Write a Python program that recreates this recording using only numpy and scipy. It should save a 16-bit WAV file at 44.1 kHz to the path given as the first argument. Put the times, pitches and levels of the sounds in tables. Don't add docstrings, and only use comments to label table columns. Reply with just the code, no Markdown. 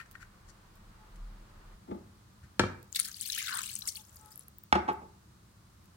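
import sys
import numpy as np
from scipy import signal
from scipy.fft import rfft, irfft, next_fast_len
from scipy.io import wavfile
from scipy.ndimage import uniform_filter1d, map_coordinates

SR = 44100
rng = np.random.default_rng(int(sys.argv[2]) if len(sys.argv) > 2 else 0)


def output_pcm(signal):
    pcm = np.clip(np.atleast_2d(signal).T, -1, 1) * 32767
    wavfile.write(sys.argv[1], SR, np.round(pcm).astype(np.int16))


N = 262836


def amp(db):
    return 10 ** (np.asarray(db) / 20)


def unit(x):
    return x / np.sqrt(np.mean(x ** 2) + 1e-20)


def along(points, hz):
    f, v = np.transpose(points)
    return np.interp(np.log(hz + 1), np.log(f + 1), v)


def curves(rows, outside=None):
    s, *cols = np.transpose(rows)
    return [np.interp(np.arange(N) / SR, s, c, outside, outside) for c in cols]


def wobble(rate):
    knots = rng.standard_normal(int(N * rate / SR) + 4)
    return map_coordinates(knots, [np.arange(N) * rate / SR])


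def swells(s, length, db):
    t = np.arange(N) / SR
    return sum(amp(d) * np.exp(-.5 * ((t - a) / b) ** 2) for a, b, d in zip(s, length, db))


def filtered(x, response):
    m = next_fast_len(N + SR // 2)
    return irfft(rfft(x, m) * response(np.fft.rfftfreq(m, 1 / SR)), m)[..., :N]


def log_band(x, centre_hz, width):
    return filtered(x, lambda f: np.exp(-.5 * (np.log(f / centre_hz + 1e-9) / width) ** 2))


def resonant(x, modes):
    def response(f):
        return sum((-1) ** k * amp(db) * 1j * f * width / (centre ** 2 - f * f + 1j * f * width)
                   for k, (centre, width, db) in enumerate(modes))
    return filtered(x, response)


# frequency in Hz, left-right correlation.
PORT_LIKENESS = [(60, 1), (240, 0.86), (700, 0), (15000, 0)]


def paired(pair):
    def mix(hz):
        turn = np.arccos(np.clip(along(PORT_LIKENESS, hz), -1, 1)) / 2
        return np.array([np.cos(turn), np.sin(turn)])
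    mid, side = filtered(pair, mix)
    return np.array([mid + side, mid - side])


def rush(spectrum):
    return unit(paired(filtered(rng.standard_normal((2, N)), lambda hz: amp(along(spectrum, hz)))))


def placed(x, pan_db, lead_s):
    sign = np.array([[.5], [-.5]])

    def response(hz):
        shade = amp(sign * pan_db * hz / (hz + 500))
        return shade * np.exp(2j * np.pi * hz * sign * lead_s)
    return filtered(x, response)


# time in seconds, hum level in dB, street level in dB.
AIR_LEVELS = [(0, -61, -65), (1.72, -59.5, -61), (1.78, -58.5, -66), (2.9, -62.5, -67.5), (3.4, -62, -75.5),
              (4.25, -60.5, -65), (4.6, -60.5, -69.5), (5.96, -61, -67)]
# time in seconds, level in dB.
DEEP_LEVELS = [(.55, -64.5), (.9, -61.5), (1.1, -51.5), (1.28, -40.5), (1.46, -58), (1.6, -55.5),
               (1.74, -55), (1.85, -86)]
# frequency in Hz, relative density in dB.
HUM_SPECTRUM = [(26, -57.5), (45, -2.5), (108, 1.5), (150, -7), (210, -2), (248, -18), (327, -12),
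                (450, -25.5), (580, -41), (990, -120)]
STREET_SPECTRUM = [(180, -20), (300, -0.5), (708, -1.5), (1190, 3), (2170, -7.5), (5000, -16.5),
                   (6500, -69), (11000, -120)]
HISS_SPECTRUM = [(880, -29.5), (1500, -15), (4000, 0), (9500, -3.5), (11000, -8), (15800, -7.5),
                 (16500, -2.5)]


def air():
    hum_db, street_db = curves(AIR_LEVELS)
    deep_spectrum = [(12, -40.5), (24, -2.0), (38, 5.0), (55, -43), (80, -120)]  # Hz, dB
    deep = amp(curves(DEEP_LEVELS)[0]) * rush(deep_spectrum)
    hum = amp(hum_db + 1.1 * wobble(13)) * rush(HUM_SPECTRUM)
    street = amp(street_db + 0.28 * wobble(4)) * rush(STREET_SPECTRUM)
    hiss = amp(-68) * rush(HISS_SPECTRUM)
    return hum + street + deep + hiss


# centre in seconds, bell width in seconds, lower tone in dB, upper tone in dB.
HORN_TOOTS = [(1.027, 0.022, -60, -76), (3.997, 0.013, -60.5, -75), (4.262, 0.043, -59.5, -62.5)]
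HORN_TONES = (860, 1295)


def horn():
    s, length, *levels = np.transpose(HORN_TOOTS)
    toots = 0
    for hz, db in zip(HORN_TONES, levels):
        phase = 2 * np.pi * hz * np.arange(N) / SR + 0.7 * wobble(38)
        toots = toots + swells(s, length, db) * np.sin(phase)
    return placed(toots, pan_db=9.0, lead_s=.0001)


# centre in seconds, bell width in seconds, level in dB, frequency in Hz.
THUDS = [(2.447, 0.012, -47, 99), (2.619, 0.012, -28.5, 84), (5.436, 0.0145, -56.5, 112)]


def bumps():
    thuds = 0
    for s, length, db, centre_hz in THUDS:
        rumble = unit(log_band(rng.standard_normal(N), centre_hz, 0.34))
        thuds = thuds + swells([s], [length], [db]) * rumble
    return thuds


def bubbles(s, hz, gain, cycles, rise):
    span = np.arange(min(SR // 50, int(16 * cycles / np.median(hz) * SR) + 8))
    t = span[None] / SR
    u = t * hz[:, None] / cycles
    envelope = gain[:, None] * np.exp(-u) * (1 - np.exp(-6 * u))
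    wave = envelope * np.sin(2 * np.pi * hz[:, None] * t * (1 + rise * u))
    at = (np.round(s * SR).astype(int)[:, None] + span).ravel()
    return np.bincount(at, wave.ravel(), N + SR)[:N]


def splash(s, hz, db, cycles, rise, scatter_db):
    side = rng.standard_normal((len(s), 2))
    ports = [bubbles(s + k * .00004 * side[:, 1], hz, amp(db + k * scatter_db * side[:, 0]), cycles, rise)
             for k in (1, -1)]
    return np.array(ports)


# start in seconds, level of the earliest droplets in dB, frequency in Hz.
FILM_BURSTS = [(0.1131, -29, 15200), (0.756, -38, 14900), (1.1574, -45, 7500), (2.8288, -31.5, 15200),
               (4.922, -36, 14000), (5.8441, -47.5, 12440)]


def simmer():
    s, db, hz = np.repeat(FILM_BURSTS, 8, axis=0).T
    later, tone = rng.random((2, len(s)))
    pitch = np.clip(hz * np.exp(0.18 * (tone - .65)), 300, 15800)
    spray = splash(s + 0.018 * later ** 2, pitch, db - 9 * later, cycles=0.58, rise=0.042, scatter_db=-6.5)
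    return placed(spray, pan_db=3.5, lead_s=0.00048)


def struck(contacts, modes, flat_db, blow, hard_hz, brightens):
    force, t = np.zeros(N + SR), np.arange(SR // 8) / SR
    for s, db, length in contacts:
        burst = t / length * np.exp(1 - t / length) * rng.standard_normal(len(t))
        burst[0] = -blow / np.sqrt(length)
        edge = np.clip(hard_hz * amp(brightens * db), 100, 9000)
        band = signal.butter(2, [50, edge], "band", fs=SR, output="sos")
        soft = signal.sosfilt(band, burst)
        force[round(s * SR):][:len(t)] += amp(db) * soft / np.abs(soft).max()
    force = force[:N]
    direct = filtered(force, lambda f: 1j * f / (1j * f + 250))
    return resonant(force, modes) + amp(flat_db) * direct


# start in seconds, force in dB, rattle time constant in seconds.
JUG_NUDGES = [(1.875, -39.5, 0.013), (1.908, -28.5, 0.0064), (1.94, -37, 0.0088)]
# start in seconds, force in dB, time constant in seconds.
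JUG_SETS = [(4.7258, -5.5, 0.0021), (4.752, -17.5, 0.0045), (4.767, -33, 0.012), (4.88, -22, 0.0093),
            (5.015, -43, 0.0096)]
# frequency in Hz, width in Hz, gain in dB.
JUG_MODES = [(76, 6.4, 7), (200.6, 30, 9), (354.3, 37, 12.5), (425.5, 160, 6), (869.4, 44, 17),
             (879, 9, 14), (1177, 200, 6), (1564, 720, 8), (2230, 1490, -17)]


def jug():
    shifted = struck(JUG_NUDGES, JUG_MODES, flat_db=2.5, blow=0, hard_hz=337, brightens=0)
    set_down = struck(JUG_SETS, JUG_MODES, flat_db=-0.5, blow=0.49, hard_hz=2305, brightens=0.25)
    return placed(shifted, pan_db=5, lead_s=0.00054) + placed(set_down, pan_db=-1.5, lead_s=-0.000298)


# start in seconds, force in dB, rattle time constant in seconds.
KNOCK_CONTACTS = [(2.5949, 0, 0.0023), (2.6015, -12, 0.0026), (2.636, -15.5, 0.0019)]
# frequency in Hz, width in Hz, gain in dB.
COUNTER_MODES = [(74.6, 33, 15.5), (98, 17, 20), (199, 29, 12), (362, 20, 15), (517, 53, 4.5),
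                 (874, 202, 4), (1287, 150, 1.5), (1587, 93, 8), (4340, 310, -7.5)]
COUNTER_MODES += [(2290, 8, 8), (2335, 10, 8)]


def knock():
    hit = struck(KNOCK_CONTACTS, COUNTER_MODES, flat_db=-7.0, blow=0.64, hard_hz=4000, brightens=0.45)
    return placed(hit, pan_db=5, lead_s=-0.00011)


# centre in seconds, bell width in seconds, level in dB, bright part in dB over it.
SPOON_STROKES = [(.008, 0.012, -45.5, -34), (0.062, 0.0026, -56.5, -10), (0.155, 0.0068, -55, -16),
                 (0.224, 0.013, -52.5, -11.5), (0.497, 0.0116, -70.5, 8), (2.444, 0.0096, -61, -10.5)]
# time in seconds, force in dB.
SPOON_TAPS = [(0.154, -16), (0.229, -22.5)]
# frequency in Hz, width in Hz, gain in dB.
POT_MODES = [(1513, 170, 14), (1657, 130, 11), (1849, 170, 14.5), (2520, 72, 1)]


def spoon():
    s, length, db, bright_db = np.transpose(SPOON_STROKES)
    grit = rng.standard_normal(N) * amp(2.9 * wobble(150))
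    taps = np.zeros(N)
    for at, tap_db in SPOON_TAPS:
        taps[round(at * SR)] = amp(tap_db)
    taps = uniform_filter1d(taps, size=9)
    rasp = unit(log_band(grit, 6000, 0.35))
    stroke = swells(s, length, db) * unit(resonant(grit, POT_MODES))
    stroke = stroke + swells(s, length, db + bright_db) * rasp
    return placed(stroke + resonant(taps, POT_MODES), pan_db=9, lead_s=0.000688)


# time in seconds, spray level in dB, fizz level in dB.
STREAM = [(2.922, -56.5, -75), (2.96, -55.5, -59), (3.04, -50, -58.5), (3.14, -55.5, -61.5),
          (3.23, -46, -56), (3.36, -38, -41), (3.47, -45.5, -44), (3.66, -45, -49), (3.85, -54.5, -66),
          (3.99, -52, -66), (4.03, -63, -91), (4.44, -65.5, -103)]


def cloud(gain, hz, spread, cycles, spike_db, count):
    when, tone, size = rng.random(count), rng.standard_normal(count), rng.standard_normal(count)
    s = STREAM[0][0] + when * (STREAM[-1][0] - STREAM[0][0])
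    pitch = np.clip(hz[(s * SR).astype(int)] * np.exp(spread * tone), 300, 15800)
    db = spike_db * np.clip(size, -3, 2.2)
    x = splash(s, pitch, db, cycles, rise=0.025, scatter_db=5.0)
    return gain * x / np.std(x[x != 0])


# time in seconds, level in dB, bubble frequency in Hz.
SINGLE_DROPS = [(2.9271, -27, 7160), (2.9485, -25.5, 3800), (2.9617, -22.5, 4300), (2.9954, -23, 4300),
                (3.0493, -26.5, 4770), (3.1158, -30, 6410), (3.1438, -35, 4530), (3.2117, -17.5, 8290),
                (3.257, -28.5, 4400), (3.2839, -25.5, 8700), (3.3013, -25.5, 3940), (3.3293, -24, 5030),
                (3.3903, -31, 3100), (3.427, -25, 6900), (3.471, -24.5, 3770), (3.5533, -19.5, 9000),
                (3.5728, -22, 9000), (3.5903, -18, 7900), (3.632, -26.5, 7500), (3.66, -23.5, 7800),
                (3.6761, -28, 8080), (3.6985, -32.5, 4150), (3.715, -29.5, 7600), (3.7315, -28.5, 7760),
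                (3.754, -21, 8030), (3.763, -26.5, 6200), (3.79, -27, 13200), (3.821, -28.5, 3950),
                (3.8741, -16.5, 7900), (3.89, -23, 9000), (3.9559, -28.5, 4400), (3.972, -41.5, 2750),
                (4.1598, -36.5, 13000), (4.358, -31, 10900), (4.377, -32, 12800), (4.394, -29, 10200),
                (4.4826, -31.5, 12800), (4.585, -30.5, 15100), (4.637, -30, 15600)]


def drops():
    s, db, hz = np.transpose(SINGLE_DROPS)
    later = rng.random((len(s), 3, 2))
    x = splash(s, np.full(len(s), 9000.), db - 9, cycles=.6, rise=0, scatter_db=2)
    for k in range(3):
        start = s + 0.0025 * k * later[:, k, 0]
        pitch = hz * (1 + 0.05 * k * (later[:, k, 1] - .5))
        x = x + splash(start, pitch, db - 4 * k, cycles=4.94, rise=0.0058, scatter_db=3)
    return x


# centre in seconds, bell width in seconds, level in dB relative to the stream.
GUSHES = [(2.964, 0.006, 23.5), (3.003, 0.0087, 14.5), (3.055, 0.0046, 14), (3.088, 0.0048, 9),
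          (3.223, 0.0083, 1.5), (3.883, 0.01, 16), (3.969, 0.0035, 13), (4.317, 0.0053, 9.5)]
# centre in seconds, bell width in seconds, gurgle level in dB, frequency in Hz.
DEEP_PLUNGES = [(3, 0.022, -61, 1955), (3.09, 0.023, -60, 1590), (3.401, 0.027, -42, 2182),
                (3.531, 0.041, -40, 1460), (3.603, 0.015, -50.5, 1392), (3.844, 0.016, -60, 1235)]


def water():
    ropes = amp(3 * wobble(230))
    flow = (1 + swells(*np.transpose(GUSHES))) * ropes
    spray_db, fizz_db = curves(STREAM, outside=-120)
    at, length, gurgle_db, gurgle_hz = np.transpose(DEEP_PLUNGES)
    pitch = np.interp(np.arange(N) / SR, at, gurgle_hz)
    gurgle_gain = flow * swells(at, length, gurgle_db)
    spray = cloud(flow * amp(spray_db), np.full(N, 10500.), 0.434, cycles=6.6, spike_db=7.0, count=10000)
    fizz = cloud(flow * amp(fizz_db), np.full(N, 4100.), 0.33, cycles=7.7, spike_db=6.5, count=8000)
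    gurgle = cloud(gurgle_gain, pitch, 0.2014, cycles=8.7, spike_db=3.5, count=2500)
    return placed(spray + fizz + gurgle + drops(), pan_db=8.5, lead_s=.0006)


# frequency in Hz, reverberation time (60 dB decay) in seconds.
ROOM_DECAY = [(100, 0.56), (500, 0.45), (2300, 0.43), (3000, 0.3), (8000, 0.33), (15000, 0.12)]


def kitchen(x):
    hz, t, z = signal.stft(rng.standard_normal((2, SR // 2)), SR, nperseg=256)
    decay = amp(-60 * t / along(ROOM_DECAY, hz)[:, None])
    tail = signal.istft(z * decay, SR, nperseg=256)[1]
    tail = tail / np.linalg.norm(tail[0])
    late = np.pad(x[0], (150, 0))[None]
    return paired(signal.fftconvolve(late, tail, axes=1)[:, :N])


def scene():
    hits = knock() + jug() + bumps()
    near = water() + simmer() + spoon()
    room = amp(-17.5) * kitchen(near) + amp(-11) * kitchen(hits)
    return near + hits + room + horn() + air()


def record(dry):
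    return filtered(dry, lambda hz: hz < 16000)


dry = scene()
out = record(dry)
output_pcm(out)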